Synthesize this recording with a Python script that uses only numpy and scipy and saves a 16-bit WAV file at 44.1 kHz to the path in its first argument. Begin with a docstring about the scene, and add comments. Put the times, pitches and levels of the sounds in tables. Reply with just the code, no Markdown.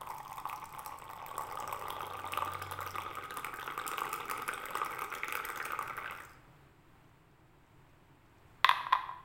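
"""Milky tea patters and plops into a ceramic mug, poured from a glass jug close by in a hard-walled kitchen.
Each splash excites the resonance of the air in the mug, digs a cavity, traps a bubble and throws spray;
the air note climbs as the mug fills and its air column shortens. A low drone passes outside.
After the pour the froth ticks faintly. Then the jug is set down on the stone counter, where it
bounces, rocks and settles, each impact exciting its damped modes."""
import sys
import numpy as np
from scipy import signal
from scipy.fft import rfft, irfft, next_fast_len
from scipy.io import wavfile
from scipy.ndimage import uniform_filter1d, map_coordinates

SR = 44100
rng = np.random.default_rng(int(sys.argv[2]) if len(sys.argv) > 2 else 0)


def digitize_waveform(pressure):
    """Quantize a signal to 16-bit integers and store it at the path in sys.argv[1].

    Rows of a 2-D input are taken as channels; values are limited to [-1, 1].
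    """
    field = np.atleast_2d(pressure).T
    bounded = np.clip(field, -1, 1)
    quanta = np.round(bounded * 32767).astype(np.int16)
    wavfile.write(sys.argv[1], SR, quanta)


N = 407484

# patter of the stream in the mug: (time [s], relative level [dB])
FLOW = [(0.0, -47.5), (0.51, -48.5), (1.08, -49.5), (1.82, -45.5), (1.96, -45.5), (3.06, -44.5),
        (3.45, -46.5), (4.04, -43), (5.38, -44.5), (5.7, -44), (5.93, -45.5), (6.08, -42.5), (6.27, -56.5),
        (6.36, -79)]
# the jug is raised, held and lowered: (time [s], height of the fall [0-1])
FALL_HEIGHT = [(0, 0.8), (.3, 0), (1.1, 0.74), (1.45, 0.96), (2.9, 0.76), (3.2, 0.73), (4.6, 0.79),
               (6.2, 0.61)]
# resonances as the mug fills: (time [s], air column [Hz], cavity [Hz], small bubbles [Hz])
RESONANCES = [(0, 1045, 520, 2400), (.5, 1034, 640, 2390), (1.5, 1113, 653, 2490), (2.4, 1205, 544, 2750),
              (3.7, 1274, 427, 2350), (5, 1298, 432, 2290), (6.2, 1360, 513, 1940)]
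# fine spray: (time [s], relative level [dB])
SPRAY_LEVEL = [(0.0, -63), (0.56, -64.5), (1.29, -67), (1.45, -60.5), (2.25, -64.5), (2.8, -56.5),
               (3.06, -65), (3.74, -62), (4.13, -56), (4.55, -58), (5.4, -60), (5.56, -56.5), (5.72, -60.5),
               (6.09, -66), (6.29, -67.5), (6.36, -88)]
# spectrum of the spray: (frequency [Hz], gain [dB])
SPRAY_COLOUR = [(2350, -39), (4000, -9), (4990, -4.5), (5440, -4.5), (7020, -8.5), (8070, -1.5), (9890, -6),
                (15200, 0.5), (16000, -3.5)]
# large splashes, with relative levels:
# (time [s], plop [dB], bubble [dB], bubble pitch [Hz], droplet tick [dB], tick pitch [Hz])
SPLASHES = [(0.072, -33, -41, 2480, -47, 9800), (0.099, -34, -53, 2500, -49, 10700),
            (0.38, -32.5, -43.5, 2400, -42, 8800), (0.454, -24.5, -41, 2630, -47, 12200),
            (0.497, -36.0, -32, 2450, -36, 12100), (0.528, -29, -38, 2420, -40, 13800),
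            (0.792, -32, -47, 2400, -32.0, 14400), (0.861, -33.5, -44, 2480, -29, 12200),
            (1.263, -40, -39.5, 2290, -35, 13800), (1.38, -24, -46, 2590, -31, 10000),
            (1.573, -27.5, -38, 2900, -50, 9100), (1.676, -28.5, -42, 2570, -35, 6560),
            (1.726, -27, -32.5, 2420, -34.5, 10800), (1.904, -29.5, -28.5, 3200, -32.5, 11300),
            (2.006, -27, -35, 2580, -42, 12500), (2.321, -32.5, -42, 2920, -29.5, 8800),
            (2.336, -38, -22, 2620, -42, 9600), (2.374, -20.5, -29, 2840, -28.5, 12500),
            (2.422, -21, -32, 2590, -53, 11800), (2.79, -25, -43.5, 2910, -52, 5560),
            (2.983, -25.5, -29, 2390, -38.5, 10100), (3.371, -28, -37, 2620, -29.0, 10900),
            (3.446, -30, -26.5, 2290, -32, 9850), (3.677, -25.5, -31.5, 2650, -52, 6200),
            (3.777, -24, -34, 2340, -33.5, 11700), (3.878, -52, -34.5, 3000, -22.5, 7250),
            (3.89, -31.0, -45, 2960, -40, 10200), (3.915, -27.5, -32.5, 2570, -33, 7100),
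            (3.981, -26.5, -24, 2730, -33.5, 11400), (4.018, -22, -46, 2880, -43.0, 10300),
            (4.13, -32.5, -31, 2430, -26, 9900), (4.312, -25, -28.5, 2500, -24, 12200),
            (4.479, -29, -38.5, 2520, -27.5, 9500), (4.489, -22, -25.5, 2320, -40, 9200),
            (4.753, -22, -31.5, 2780, -32, 6160), (4.816, -20.5, -30.5, 2430, -59, 9800),
            (5.019, -25, -33, 2440, -35, 13400), (5.125, -28.5, -31.5, 2080, -42, 9800),
            (5.234, -51, -21.5, 2190, -57, 7900), (5.324, -29.5, -23, 2420, -27, 9900),
            (5.353, -21.5, -24.5, 2400, -27, 11700), (5.451, -44, -49, 2580, -29, 10300),
            (5.494, -29.5, -47, 2290, -47.5, 7900), (5.602, -26.0, -32.5, 2370, -58, 6200),
            (5.654, -30.5, -29, 2410, -30, 11000), (5.733, -24.5, -51, 2460, -55, 10700),
            (5.79, -22.5, -37, 2260, -34.5, 9600), (6.077, -37, -37, 2290, -56, 9500)]
# response of the mug: (frequency [Hz], gain [dB])
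MUG_COLOUR = [(200, -10.5), (330, -1.5), (520, -3.5), (660, -2), (850, 4), (1000, 0.5), (1250, -1),
              (1520, -0.5), (1740, -1), (2000, 5), (2900, -1), (3700, 4), (4100, -4.5), (16000, 2)]
# reverberation of the kitchen: (frequency [Hz], 60 dB decay time [s])
KITCHEN_DECAY = [(150, 0.93), (1000, 0.76), (4500, 0.66), (15000, 0.22)]
# room air: (time [s], level [dB])
ROOM_LEVEL = [(6.6, -59.5), (6.76, -62), (6.95, -59.5), (7.3, -64), (8.5, -60.5)]
# spectrum of the room air: (frequency [Hz], gain [dB])
ROOM_COLOUR = [(30, -8.5), (58, -13), (85, -11), (142, -6.5), (216, -21.5), (320, -13.5), (500, -24),
               (950, -20), (1400, -24.5), (2500, -29.5), (6200, -47.5), (7700, -41.5), (10500, -48.5),
               (15500, -43.5)]
# drone from outside: (time [s], relative level [dB])
DRONE_LEVEL = [(1.6, -65), (2, -62), (2.7, -51.5), (3, -57.5), (3.3, -69)]
# the jug lands twice and rocks: (time [s], relative peak level [dB])
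CONTACTS = [(8.645, -7.5), (8.6916, -8.5), (8.712, -13.5), (8.736, -29), (8.806, -31), (8.867, -25.5),
            (8.9242, -17), (8.9279, -17.5), (8.93, -13.5), (8.94, -23.5), (8.951, -21), (8.956, -23.5),
            (9.091, -30.5), (9.112, -36)]
# modes of jug and counter: (frequency [Hz], relative level [dB], 60 dB decay time [s])
JUG_MODES = [(676, -18.5, 0.0097), (1015, 1.5, 0.021), (1144, 3, 0.0077), (1606, -13, 0.028),
             (1940, -6.5, 0.01), (2544, -16, 0.015), (3430, -1.5, 0.0043), (4200, -35, 0.0059),
             (5100, -54, 0.026), (7050, -56, 0.022)]
# spectrum of the crack of glass on stone: (frequency [Hz], gain [dB])
CRACK_COLOUR = [(3000, -13), (5300, -2), (7800, -14), (9200, -4), (10300, -9), (11000, 4.5), (11500, -1),
                (12100, -3), (13000, -3), (16000, -14)]

TOP_HZ = 16000
AIR_DB, RING_DB, SPRAY_DB = -3, -6.5, 5  # scattered and clear air notes over FLOW; spray over SPRAY_LEVEL
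GULP_DB, GLUG_DB, GULP_DB_PER_HEIGHT = -3, -9.5, 21  # cavity notes over FLOW at full height; their slope
BUBBLE_DB, BUBBLE_DB_PER_S = -14.5, 1.25  # the bubbles grow louder as the froth builds up
PLOP_SHARE, PLOP_SCATTER = .95, 0.12  # plops scatter around a pitch just under the air note
REBOUND_S, REBOUND_DB = 0.011, -5.5  # thrown-up tea falls back with a second, weaker plop
HARD_DB, HARD_TILT, TILT_PER_DB = -7, 2.1, 0.53  # a hard contact, its dB per octave, dulling per dB softer
SLOSH = .025  # sloshing tea shifts the jug's modes by up to this share at each contact


def amp(db):
    """Amplitude ratio of a level in decibels."""
    return 10 ** (np.asarray(db) / 20)


def along(points, hz):
    """Interpolation of (frequency [Hz], value) points on a logarithmic axis."""
    freqs, values = np.transpose(points)
    return np.interp(np.log(hz + 1), np.log(freqs + 1), values)


def curve(rows):
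    """Linear interpolation of (time [s], value) rows at every sample."""
    return np.interp(np.arange(N) / SR, *np.transpose(rows))


def during(rows, fade):
    """Envelope of 1 while a table lasts, falling to 0 within fade seconds on either side."""
    start, end = rows[0][0], rows[-1][0]
    return np.interp(np.arange(N) / SR, [start - fade, start, end, end + fade], [0, 1, 1, 0])


def wobble(rate):
    """Smooth random fluctuation: a spline through rate knots a second."""
    return map_coordinates(rng.standard_normal(int(N * rate / SR) + 4), [np.arange(N) * rate / SR])


def coloured(x, points):
    """Minimum-phase filtering by a response of (frequency [Hz], gain [dB]) points."""
    m = 2 * next_fast_len((N + SR // 4) // 2)
    cepstrum = irfft(np.log(amp(along(points, np.fft.rfftfreq(m, 1 / SR)))))
    cepstrum[1:m // 2] *= 2
    cepstrum[m // 2 + 1:] = 0
    return irfft(rfft(x, m) * np.exp(rfft(cepstrum)))[:N]


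def levelled(x, db):
    """Normalisation by the running mean power, so that a patter follows the level db."""
    power = np.abs(uniform_filter1d(uniform_filter1d(x ** 2, size=3500), size=3500))
    return x / np.sqrt(power + np.mean(x ** 2) / 1000) * amp(db)


def pings(times, peak, hz, cycles, rise, onset, samples):
    """Damped oscillators: they swell over onset periods; over cycles they lose 60 dB and glide by rise."""
    age = np.arange(samples) / SR * hz[:, None]  # in periods
    glide = 1 + rise * np.minimum(age / cycles, 1) / 2
    wave = np.sin(2 * np.pi * age * glide) * np.exp(-np.log(1000) * age / cycles)
    wave *= 1 - np.exp(-age / onset)
    wave *= (peak / (np.abs(wave).max(axis=1) + 1e-12))[:, None]
    index = np.round(np.abs(times) * SR).astype(int)[:, None] + np.arange(samples)
    return np.bincount(index.ravel(), wave.ravel(), N)[:N]


def crackle(times, size, life_s):
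    """Impulsive noise: each burst swells briefly and decays exponentially with time constant life_s."""
    blows = np.bincount((np.abs(times) * SR).astype(int), size, N)[:N]
    envelope = signal.lfilter([1], [1, -np.exp(-1 / (life_s * SR))], blows)
    return uniform_filter1d(envelope, size=36) * rng.standard_normal(N)


def depth_db(times):
    """Impact energy grows with height: a lower fall digs a shallower cavity, whose gulp is weaker."""
    return GULP_DB_PER_HEIGHT * (np.interp(times, *np.transpose(FALL_HEIGHT)) - 1)


def stream(count, shared_db, own_db, spray_scatter_db):
    """Impulse excitation: small splashes ring the air column, cavities and bubbles, and throw spray."""
    t = np.arange(N) / SR
    flow_db = curve(FLOW)
    cavity_db = flow_db + depth_db(t)
    times = (np.arange(count) + 2 * rng.random(count)) / count * FLOW[-1][0]
    force, *scatter = np.clip(rng.standard_normal((count, 5)).T, -2, 2)
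    detune = np.clip(rng.standard_normal((count, 3)).T, -2, 2)
    # the stream arrives in lumps, so strong splashes cluster
    force = np.clip(.5 * force + wobble(45)[(times * SR).astype(int)], -2, 2)
    air_size, cavity_size, bubble_size = amp(shared_db * force + own_db * np.array(scatter[:3]))
    when, *notes = np.transpose(RESONANCES)
    air_hz, cavity_hz, bubble_hz = (np.interp(times, when, hz) for hz in notes)
    plop_hz = air_hz * np.exp(.11 * detune[0])
    gulp_hz = cavity_hz * np.exp(.24 * detune[1])
    glug_hz = 850 * np.exp(.05 * detune[1])  # the cavity's hollow upper resonance
    blip_hz = bubble_hz * np.exp(.22 * detune[2])
    plops = pings(times, air_size, plop_hz, cycles=19.8, rise=.04, onset=0.29, samples=800)
    ring = pings(times, air_size, air_hz, cycles=46, rise=0, onset=1, samples=1400)
    gulps = pings(times, cavity_size, gulp_hz, cycles=12.3, rise=0.071, onset=0.18, samples=700)
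    glugs = pings(times, cavity_size, glug_hz, cycles=19.0, rise=0.045, onset=0.034, samples=640)
    blips = pings(times, bubble_size, blip_hz, cycles=20.7, rise=0.18, onset=0.19, samples=400)
    body = (levelled(plops, flow_db + AIR_DB) + levelled(ring, flow_db + RING_DB)
            + levelled(gulps, cavity_db + GULP_DB) + levelled(glugs, cavity_db + GLUG_DB)
            + levelled(blips, flow_db + BUBBLE_DB + BUBBLE_DB_PER_S * t))
    drop_size = amp(shared_db * force + spray_scatter_db * scatter[3])
    spray = droplets(times, drop_size, rng.uniform(5400, 14500, count), mist_db=-5.5, count=2)
    return during(FLOW, fade=0.025) * np.array([body, levelled(spray, curve(SPRAY_LEVEL) + SPRAY_DB)])


def droplets(times, size, hz, mist_db, count):
    """Bubble resonance: each droplet makes count pinhead bubbles, which ring high, and a hiss of mist."""
    lag, pitch, share = rng.random((len(times), count, 3)).T
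    starts = (times + .0012 * lag).ravel()
    bubble_hz = np.minimum(hz * 2 ** (pitch - .5), TOP_HZ).ravel()
    bubbles = pings(starts, (size * share).ravel(), bubble_hz, cycles=17, rise=.15, onset=6, samples=200)
    return coloured(bubbles + crackle(times, size * amp(mist_db), life_s=.0022), SPRAY_COLOUR)


def splashes():
    """Large lumps of tea excite the same resonators singly: plop, rebound, gulp, bubble blip and tick."""
    times, plop_db, blip_db, blip_hz, tick_db, tick_hz = np.transpose(SPLASHES)
    when, air_hz, cavity_hz, _ = np.transpose(RESONANCES)
    scatter = rng.uniform(-0.982, 1, (len(times), 3)).T
    centre_hz = PLOP_SHARE * np.interp(times, when, air_hz)
    plops = pings(times, amp(plop_db - 1.5), centre_hz * np.exp(PLOP_SCATTER * scatter[0]),
                  cycles=20, rise=0.14, onset=1.0, samples=800)
    fall_back = times + REBOUND_S * 2 ** scatter[1]
    rebounds = pings(fall_back, amp(plop_db + REBOUND_DB), centre_hz * np.exp(0.16 * scatter[2]),
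                     cycles=10, rise=0.088, onset=0.99, samples=800)
    gulps = pings(times, amp(plop_db + depth_db(times) - 7), np.interp(times, when, cavity_hz),
                  cycles=11.2, rise=0.22, onset=0.16, samples=600)
    blips = pings(times, amp(blip_db - 1.4), blip_hz, cycles=12.2, rise=0.052, onset=0.86, samples=500)
    ticks = droplets(times, amp(tick_db - .5), tick_hz, mist_db=-1.5, count=5)
    return np.array([plops + rebounds + gulps + blips, ticks])


def mug(body, echo_s, echo_db):
    """Interference: sound from the mug's mouth meets its own inverted reflection from a near surface."""
    mouth = coloured(body, MUG_COLOUR)
    reflected = coloured(mouth, [(1500, 0.0), (4000, 0.5)])
    echo = np.interp(np.arange(N) - echo_s * SR, np.arange(N), reflected)
    return mouth - amp(echo_db) * echo


def kitchen(x, gap_s):
    """Reverberation: diffuse wall reflections follow a short gap and decay exponentially, treble first."""
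    hz, t, noise = signal.stft(rng.standard_normal(SR), SR, nperseg=256)
    decay = np.exp(-np.log(1000) * t / along(KITCHEN_DECAY, hz)[:, None])
    tail = signal.istft(noise * decay, SR, nperseg=256)[1]
    tail *= np.clip(np.arange(len(tail)) / SR / gap_s - 1, 0, 1)
    return signal.fftconvolve(x, tail / np.linalg.norm(tail))[:N]


def room_air():
    """Ambient noise: a quiet broadband spectrum, strongest in the bass, whose level drifts slightly."""
    drift_db = .8 * wobble(4)
    noise = coloured(rng.standard_normal(N), ROOM_COLOUR)
    return noise / np.sqrt(np.mean(noise ** 2)) * amp(curve(ROOM_LEVEL) + drift_db)


def drone():
    """Two low partials in the ratio 2:3, wavering together in pitch, swell and fade outside."""
    phase = 2 * np.pi * np.cumsum(94 + 0.82 * wobble(3.44)) / SR
    tone = np.sin(phase) + amp(-12 + 2 * wobble(3)) * np.sin(1.5 * phase)
    return tone * amp(curve(DRONE_LEVEL) + 3.5) * during(DRONE_LEVEL, fade=0.74)


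def foam(count, db):
    """Film rupture: after the pour, tiny bubbles of the froth burst one by one and ring briefly."""
    times = rng.uniform(FLOW[-1][0], CONTACTS[0][0], count)
    return pings(times, amp(db) * rng.random(count), rng.uniform(5200, 7200, count),
                 cycles=7.4, rise=.1, onset=.4, samples=120)


def jug(attack_s):
    """Modal vibration: each contact cracks and rings the jug; soft ones hardly excite its upper modes."""
    rings, t = np.zeros(N + SR), np.arange(SR // 20) / SR
    hz, mode_db, t60 = np.transpose(JUG_MODES)[:, :, None]
    sign = (-1) ** np.arange(len(JUG_MODES))[:, None]
    envelope = sign * np.exp(-np.log(1000) * t / t60) * (1 - np.exp(-t / attack_s))
    times, peak_db = np.transpose(CONTACTS)
    tilts = HARD_TILT + TILT_PER_DB * (peak_db - HARD_DB)
    for start, db, tilt in zip(times, peak_db, tilts):
        shifted_hz = hz * (1 + SLOSH * rng.uniform(-0.8, 1, hz.shape))
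        gains = amp(mode_db + tilt * np.log2(hz) + rng.normal(0, 1.2, hz.shape))
        ring = np.sum(gains * envelope * np.sin(2 * np.pi * shifted_hz * t), axis=0)
        rings[round(start * SR):][:len(t)] += amp(db) * ring / np.abs(ring).max()
    hardness = amp(peak_db + 2.5 * tilts)
    crack = crackle(times, hardness * amp(-25.5), life_s=0.0029)
    shimmer = crackle(times, hardness * amp(-53.5), life_s=0.094)
    return coloured(rings[:N], [(300, -10.5), (700, 0.5)]) + coloured(crack + shimmer, CRACK_COLOUR)


def scene():
    """Superposition of the direct sound of tea and jug, their reverberation and the background."""
    body, spray = stream(count=1100, shared_db=6.0, own_db=4.0, spray_scatter_db=12.0) + splashes()
    tea = mug(body, echo_s=0.002927, echo_db=-13.5) + spray + foam(count=30, db=-63)
    knocks = jug(attack_s=0.00025)
    walls = amp(-7.5) * kitchen(tea, gap_s=0.0026) + amp(-10.0) * kitchen(knocks, gap_s=0.0008)
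    return (tea + knocks + walls + room_air() + drone())[None]


def record(dry):
    """Band limiting: an ideal low-pass filter removes everything above TOP_HZ."""
    m = next_fast_len(N + SR // 4)
    return irfft(rfft(dry, m) * (np.fft.rfftfreq(m, 1 / SR) < TOP_HZ), m)[:, :N]


dry = scene()
out = record(dry)
digitize_waveform(out)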